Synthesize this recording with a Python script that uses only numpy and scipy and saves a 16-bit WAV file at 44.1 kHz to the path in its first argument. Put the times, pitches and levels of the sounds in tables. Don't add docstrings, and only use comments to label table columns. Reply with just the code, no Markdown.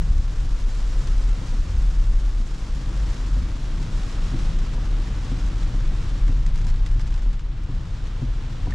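import sys
import numpy as np
from scipy import signal
from scipy.fft import rfft, irfft, next_fast_len
from scipy.io import wavfile
from scipy.ndimage import uniform_filter1d

SR = 44100
rng = np.random.default_rng(int(sys.argv[2]) if len(sys.argv) > 2 else 0)


def digitize_waveform(pressure):
    field = np.atleast_2d(pressure).T
    bounded = np.clip(field, -1, 1)
    quanta = np.round(bounded * 32767).astype(np.int16)
    wavfile.write(sys.argv[1], SR, quanta)


def magnitude_from_level(level_db):
    exponent = np.asarray(level_db, float) / 20
    return 10 ** exponent


N = 385434
HZ = np.maximum(np.fft.rfftfreq(next_fast_len(N), 1 / SR), 1)

# frequency_hz, density_db (per Hz)
FLOOR_PAN = [(7.1, -34), (12, -30), (27, 16), (43, -8), (52, -0.5), (71, -14), (120, -18.5), (214, -27.5),
             (313, -29.5), (381, -36), (450, -59), (580, -71), (990, -120)]
# frequency_hz, density_db (per Hz)
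GLASS = [(1180, -27), (2000, -1), (2260, 0), (5460, -3), (7580, -7.5), (8500, -20), (11000, -43),
         (18700, -120)]
# frequency_hz, density_db (per Hz)
FINE_DROPS = [(6000, -5), (7000, -2.5), (7700, -3), (8200, -6), (9600, -9), (10500, -16), (11200, -21),
              (12500, -23.5), (14000, -26), (15000, -40), (15800, -44), (17000, -58)]
# start_s, spray_db, brightness_db (of what reaches the glass)
RAIN = [(0, -49.5, 0), (1.05, -47, 0.7), (1.36, -47, -.4), (2.43, -49.5, 0), (3.05, -46.5, -0.5),
        (3.53, -47.5, -1.5), (3.95, -46, -1), (4.36, -44.5, -1.8), (4.7, -46.5, -3), (5.7, -46.5, -2),
        (6.25, -47, -3), (6.42, -50, -4), (6.67, -49.5, -5.5), (7.3, -51, -5), (7.4, -55, -6),
        (7.56, -52, -5.5), (7.9, -50, -3.5), (8.74, -48.5, -4.5)]


def rms_one(x):
    return x / np.sqrt(np.mean(x ** 2) + 1e-20)


def in_time(rows):
    s, *columns = np.transpose(rows)
    return [np.interp(np.arange(N) / SR, s, column) for column in columns]


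def over_hz(points):
    hz, db = np.transpose(points)
    return np.interp(np.log(HZ), np.log(hz), db)


def band(low_hz, high_hz):
    return 1 / np.sqrt((1 + (low_hz / HZ) ** 12) * (1 + (HZ / high_hz) ** 12))


def drift(rate_hz):
    r = np.exp(-80 * np.pi * rate_hz / SR)
    noise = rng.standard_normal(N // 40 + 2002)
    slow = signal.lfilter([1], [1, -2 * r, r * r], noise)[2000:]
    return np.interp(np.arange(N) / 40, np.arange(len(slow)), rms_one(slow - slow.mean()))


def swells(rows, hz):
    t = np.arange(0, N + 40, 40) / SR
    bells = np.zeros(len(t))
    for crest_s, at_hz, level_db, half_s in rows:
        if abs(np.log(at_hz / hz)) < .14:
            bells += magnitude_from_level(level_db) * np.exp(-.5 * ((t - crest_s) / half_s) ** 2)
    return np.interp(np.arange(N) / SR, t, bells)


def wide(pair, gain):
    # frequency_hz, likeness (0-1)
    likeness = [(80, .999), (140, .96), (280, .9), (560, .8), (1300, .8), (2400, .56), (4500, .82),
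                (8000, .88), (12000, .75)]
    # frequency_hz, tilt_db
    tilt = [(40, .9), (180, 1.4), (500, .8), (1500, .1), (4000, .5), (8000, -.5), (12000, .6)]
    mid, side = rfft(pair, next_fast_len(N)) * gain
    alike, lean = np.clip(over_hz(likeness), 0, 1), magnitude_from_level(over_hz(tilt) / 2)
    mid = mid * np.sqrt(1 + alike)
    side = side * np.sqrt(1 - alike)
    left_right = np.array([(mid + side) * lean, (mid - side) / lean])
    return rms_one(irfft(left_right, next_fast_len(N))[:, :N])


def boom():
    modes_hz = [23.65, 32.77, 41.13]
    # start_s, level_db
    shaking = [(0, -32.5), (.6, -24.5), (1, -24.5), (1.45, -31), (2.3, -29), (2.6, -30.5), (3.0, -28.5),
               (3.25, -30.5), (3.9, -28.5), (4.4, -26), (5.2, -32), (5.9, -25.5), (6.2, -28.5),
               (7.3, -25.5), (7.5, -30.5), (7.9, -30.5), (8.74, -28.5)]
    # crest_s, mode_hz, level_db, half_width_s
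    heaves = [(0.03, 42, -20, 0.16), (.1, 32, -17, 0.044), (.12, 24, -21, 0.26), (1.06, 24, -28, 0.11),
              (1.2, 32, -25, 0.071), (1.25, 42, -11.5, 0.065), (1.58, 24, -23, 0.06),
              (1.58, 32, -16.5, 0.042), (1.9, 24, -21, 0.073), (1.88, 42, -15, .08), (1.95, 32, -16.5, .09),
              (2.07, 42, -19.5, 0.051), (2.14, 32, -13, 0.057), (2.22, 42, -18, 0.088),
              (2.38, 32, -22.5, .08), (3.03, 40, -18.5, 0.057), (3.34, 42, -14.5, 0.056),
              (3.75, 32, -22, 0.025), (4.58, 32, -17.5, 0.063), (4.94, 42, -18.5, 0.11),
              (5.47, 42, -22.5, 0.17), (5.74, 32, -22, 0.06), (6.28, 32, -11, 0.05),
              (6.38, 42, -20.5, 0.13), (6.52, 24, -13.5, 0.043), (6.79, 24, -22, 0.065),
              (6.8, 32, -16.5, 0.15), (7.22, 32, -24, 0.052), (7.22, 42, -15, 0.042),
              (8.34, 42, -24, 0.074)]
    shake_db, = in_time(shaking)
    levels = []
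    for mode_db, hz in zip([0, 0.8, .1], modes_hz):
        steady = magnitude_from_level(shake_db + mode_db - 0.5 + drift(2.8))
        levels.append(steady + 0.56 * swells(heaves, hz))
    modes = 0
    for level, hz in zip(levels, modes_hz):
        phase = 2 * np.pi * np.cumsum(hz + 2.2 * drift(3.8)) / SR
        modes = modes - np.sqrt(2) * level * np.cos(phase)
    bed = wide(rng.standard_normal((2, N)), magnitude_from_level(over_hz(FLOOR_PAN)) * band(8, 88))
    bed_level = np.prod(levels, axis=0) ** (1 / 3) * magnitude_from_level(-8.5)
    return modes * magnitude_from_level([[.45], [-.45]]) + bed_level * bed


def road():
    # start_s, level_db
    tarmac = [(0, -37.5), (.35, -39.5), (.6, -42), (1.4, -35), (2.0, -38.5), (2.7, -40.5), (2.9, -35.5),
              (3.3, -37), (3.8, -35.5), (4.1, -41), (4.4, -30.5), (4.62, -37), (5.3, -34), (6.6, -31.5),
              (7.1, -38.5), (7.4, -39), (8.35, -38), (8.74, -30)]
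    # low_hz, high_hz, level_db (over the coarseness), road_share, rain_share (of their swings)
    pan_ranges = [
        (53, 83, -2, .4, .05),
        (82.5, 172.4, 1.85, 0.83, .05),
        (185.6, 394, -8.5, 0.26, 0.69),
    ]
    # crest_s, centre_hz, level_db, half_width_s
    jolts = [(0.01, 120, -30, 0.084), (.14, 65, -19.5, 0.068), (.44, 65, -26, 0.019),
             (.45, 120, -28.5, 0.019), (1.04, 65, -37, .06), (1.05, 120, -29, 0.018),
             (1.44, 65, -42, 0.067), (1.63, 65, -28, .03), (1.63, 120, -41, 0.025), (1.75, 65, -16, 0.037),
             (1.8, 120, -41, 0.036), (2.05, 120, -39, .03), (4.0, 260, -49.5, 1.03), (2.73, 65, -29, 0.047),
             (3.1, 65, -39, .08), (3.4, 65, -23, 0.047), (3.41, 120, -34, 0.033), (3.86, 65, -45, .05),
             (3.87, 120, -34, 0.027), (4.5, 120, -36, 0.023), (4.68, 120, -41, 0.035), (5.4, 65, -37, 0.18),
             (6.65, 65, -35, .15), (6.99, 120, -33.5, 0.077), (7.0, 65, -26.5, .12), (7.81, 65, -40, .1),
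             (7.81, 120, -37, 0.15), (8.25, 120, -35, .04), (8.32, 65, -31, .03), (8.5, 120, -50, 0.036)]
    coarse_db, = in_time(tarmac)
    wet_db = in_time(RAIN)[0]
    mean_db = coarse_db.mean()
    coarse_swing_db, wet_swing_db = coarse_db - mean_db, wet_db - wet_db.mean()
    colour = magnitude_from_level(over_hz(FLOOR_PAN))
    out = 0
    for (low_hz, high_hz, db, road_share, rain_share), jolt_hz in zip(pan_ranges, [65, 120, 260]):
        shake = wide(rng.standard_normal((2, N)), colour * band(low_hz, high_hz))
        shake = shake / np.sqrt(uniform_filter1d(np.mean(shake ** 2, axis=0), size=SR // 8))
        level_db = mean_db + db + road_share * coarse_swing_db + rain_share * wet_swing_db
        level_db = level_db + 0.92 * drift(9.6)
        out = out + (magnitude_from_level(level_db) + 0.69 * swells(jolts, jolt_hz)) * shake
    return out


def patter(per_s, spread_db, t60):
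    sizes = magnitude_from_level(spread_db * np.minimum(rng.exponential(1, N), 4))
    drops = (rng.random(N) < per_s / SR) * sizes
    return np.sqrt(signal.lfilter([1], [1, -magnitude_from_level(-120 / (t60 * SR))], drops ** 2 + 1e-12))


def water():
    # frequency_hz, density_db (per Hz)
    spray_spectrum = [(240, -20), (400, 0.5), (516, -2.5), (632, -6.5), (1150, -5.5), (2400, -10.5),
                      (3120, -32), (5280, -120)]
    spray_db, bright_db = in_time(RAIN)
    pane_db, hiss_db, fine_db = -4.5 - 0.11 * bright_db, -6 + bright_db, -14 + 1.17 * bright_db
    gust_db = 1.16 * np.tanh(0.74 * drift(13.0)) + 0.14 * drift(30)
    grains = rms_one(patter(per_s=900., spread_db=2.0, t60=0.042))
    ticks = rms_one(patter(per_s=110.0, spread_db=-1.5, t60=0.005))
    white = rng.standard_normal((3, 2, N))
    spray = wide(white[0] * (0.58 + 0.36 * grains), magnitude_from_level(over_hz(spray_spectrum)) * band(404, 2210))
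    drops = white[1] * (.5 + 0.34 * grains + 0.069 * ticks)
    glass, fine_colour = magnitude_from_level(over_hz(GLASS)), magnitude_from_level(over_hz(FINE_DROPS))
    pane = wide(drops, glass * band(2320, 3980))
    hiss = wide(drops, glass * band(4890, 8400))
    fine = wide(white[2] * (0.42 + .45 * grains + .15 * ticks), fine_colour * band(7760, 16500))
    layers = magnitude_from_level(1.5 + 0.46 * gust_db + 0.16 * drift(1.6)) * spray
    layers += magnitude_from_level(pane_db + 0.55 * gust_db) * pane
    layers += magnitude_from_level(hiss_db + 1.5 * gust_db) * hiss
    layers += magnitude_from_level(fine_db + 1.5 * gust_db) * fine
    return magnitude_from_level(spray_db) * layers


def drips():
    start_s, end_s = 6.4, 7.4
    place, size, body = rng.random((28, 3)).T
    place = (np.arange(len(place)) + place) / len(place)
    peak_db = -38.5 - 3 * place ** 2 + 5 * (2 * size - 1)
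    body_db = -4.5 + 9 * (body - .5)
    return list(zip(start_s + place * (end_s - start_s), peak_db, body_db))


def splats():
    # start_s, peak_db, body_db
    fat_drops = [(1.0714, -29.5, -4.5), (1.1794, -31, -11), (1.2924, -34, -4), (2.7472, -33, -12),
                 (2.813, -35, -9), (3.0988, -36, -8), (4.5863, -30.5, -8), (5.2455, -33.5, -13),
                 (5.6288, -33.5, -1), (6.279, -33.5, -2), (6.463, -30, -4), (6.5474, -41, -7),
                 (6.556, -31, -9), (6.6138, -33.5, -3), (6.6427, -34, -15), (6.6664, -29, -6),
                 (6.6824, -36, -8), (6.7, -39, -2), (6.7151, -46, 2), (6.7847, -42, -10), (6.8612, -28, -4),
                 (6.9311, -40, -3), (6.9944, -33, -1), (7.069, -37, -2), (7.1398, -33, -6),
                 (7.1767, -37, 1), (7.2207, -38, -3), (7.6355, -39, -7), (8.0694, -34.5, -12),
                 (8.706, -32, 1)]
    white = rng.standard_normal((2, 2, N))
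    hiss_db = np.maximum(over_hz(GLASS), over_hz(FINE_DROPS) - 7) + 0.96 * np.log2(HZ / 4000)
    hiss = wide(white[0], magnitude_from_level(hiss_db) * band(2550, 16500))
    body = wide(white[1], band(800, 2280))
    out, t = np.zeros((2, N)), np.arange(SR // 8) / SR
    landing = 1 - np.exp(-t / .00025)
    tick = 1.1 * magnitude_from_level(-60 * t / .01)
    envelope = landing * (tick + magnitude_from_level(-60 * t / 0.085))
    rows = drips() + list(fat_drops)
    for (s, db, body_db), pan_db in zip(rows, rng.normal(.6, 1.2, len(rows))):
        at = round((s + .0006) * SR)
        shape = magnitude_from_level(db - 15.5) * envelope
        burst = (hiss + magnitude_from_level(body_db + 4.0) * body)[:, at:at + len(t)]
        out[:, at:at + len(t)] += shape[:N - at] * burst * magnitude_from_level([[pan_db / 2], [-pan_db / 2]])
    return out


def wipers():
    # start_s, thump_db (peak), thump_hz, rap_db
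    turns = [(0.45, -38.5, 288, -45), (.959, -41, 281, -43), (1.416, -30.5, 273, -52),
             (1.531, -28, 223, -46.5), (2.39, -29.5, 226, -63), (2.895, -33, 318, -47),
             (3.366, -30, 252, -45), (3.804, -30.5, 267, -49), (4.335, -20.5, 255, -46),
             (4.78, -30.5, 242, -42), (5.315, -23.5, 262, -42.5), (5.432, -29.5, 202, -52),
             (5.74, -29, 291, -44), (6.285, -25.5, 268, -44), (6.659, -31, 228, -45),
             (6.955, -37, 296, -53), (7.26, -30.5, 256, -47), (7.688, -30, 283, -46), (8.22, -22, 247, -48),
             (8.672, -29, 269, -38.5)]
    arm_modes = [(.7, 0.19), (1, 1), (1.45, 1), (1.9, 1)]
    out, t = np.zeros(N + SR), np.arange(SR // 3) / SR
    arm = sum(share * np.sin(2 * np.pi * ratio * 509 * t) for ratio, share in arm_modes)
    cowl = 1.56 * np.sin(2 * np.pi * 125 * t)
    for s, thump_db, thump_hz, rap_db in turns:
        swell = (1 - np.exp(-t / 0.0067)) * magnitude_from_level(thump_db + 2.5 - 60 * t / 0.11)
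        rubber = np.sin(2 * np.pi * thump_hz * t) + 0.38 * np.sin(2 * np.pi * 1.3 * thump_hz * t)
        rap = (1 - np.exp(-t / 0.002)) * magnitude_from_level(rap_db + 5.0 - 60 * t / 0.049) * arm
        at = round(s * SR)
        out[at:at + len(t)] += swell * (rubber + cowl)
        out[at - 130:at - 130 + len(t)] += rap
    return out[:N] * magnitude_from_level([[.7], [-.7]])


def ring(clicks, hz, t60):
    r, w = magnitude_from_level(-60 / (t60 * SR)), 2 * np.pi * hz / SR
    return signal.lfilter([0, np.sin(w)], [1, -2 * r * np.cos(w), r * r], clicks + 1e-18)


def ping():
    # start_s, peak_db, pitch_hz
    trim_drop = [
        (8.7234, -33.5, 1800),
    ]
    s, db, hz = trim_drop[0]
    click = (np.arange(N) == round(s * SR)) * magnitude_from_level(db + 4.0)
    return ring(click, hz, t60=0.025)


def scene():
    return boom() + road() + water() + wipers() + ping() + splats()


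def low_pass(x):
    return signal.sosfilt(signal.butter(12, 15720, fs=SR, output="sos"), x)


def record(dry):
    mix = .5 * np.tanh(dry / .5)
    return low_pass(mix)


dry = scene()
out = record(dry)
digitize_waveform(out)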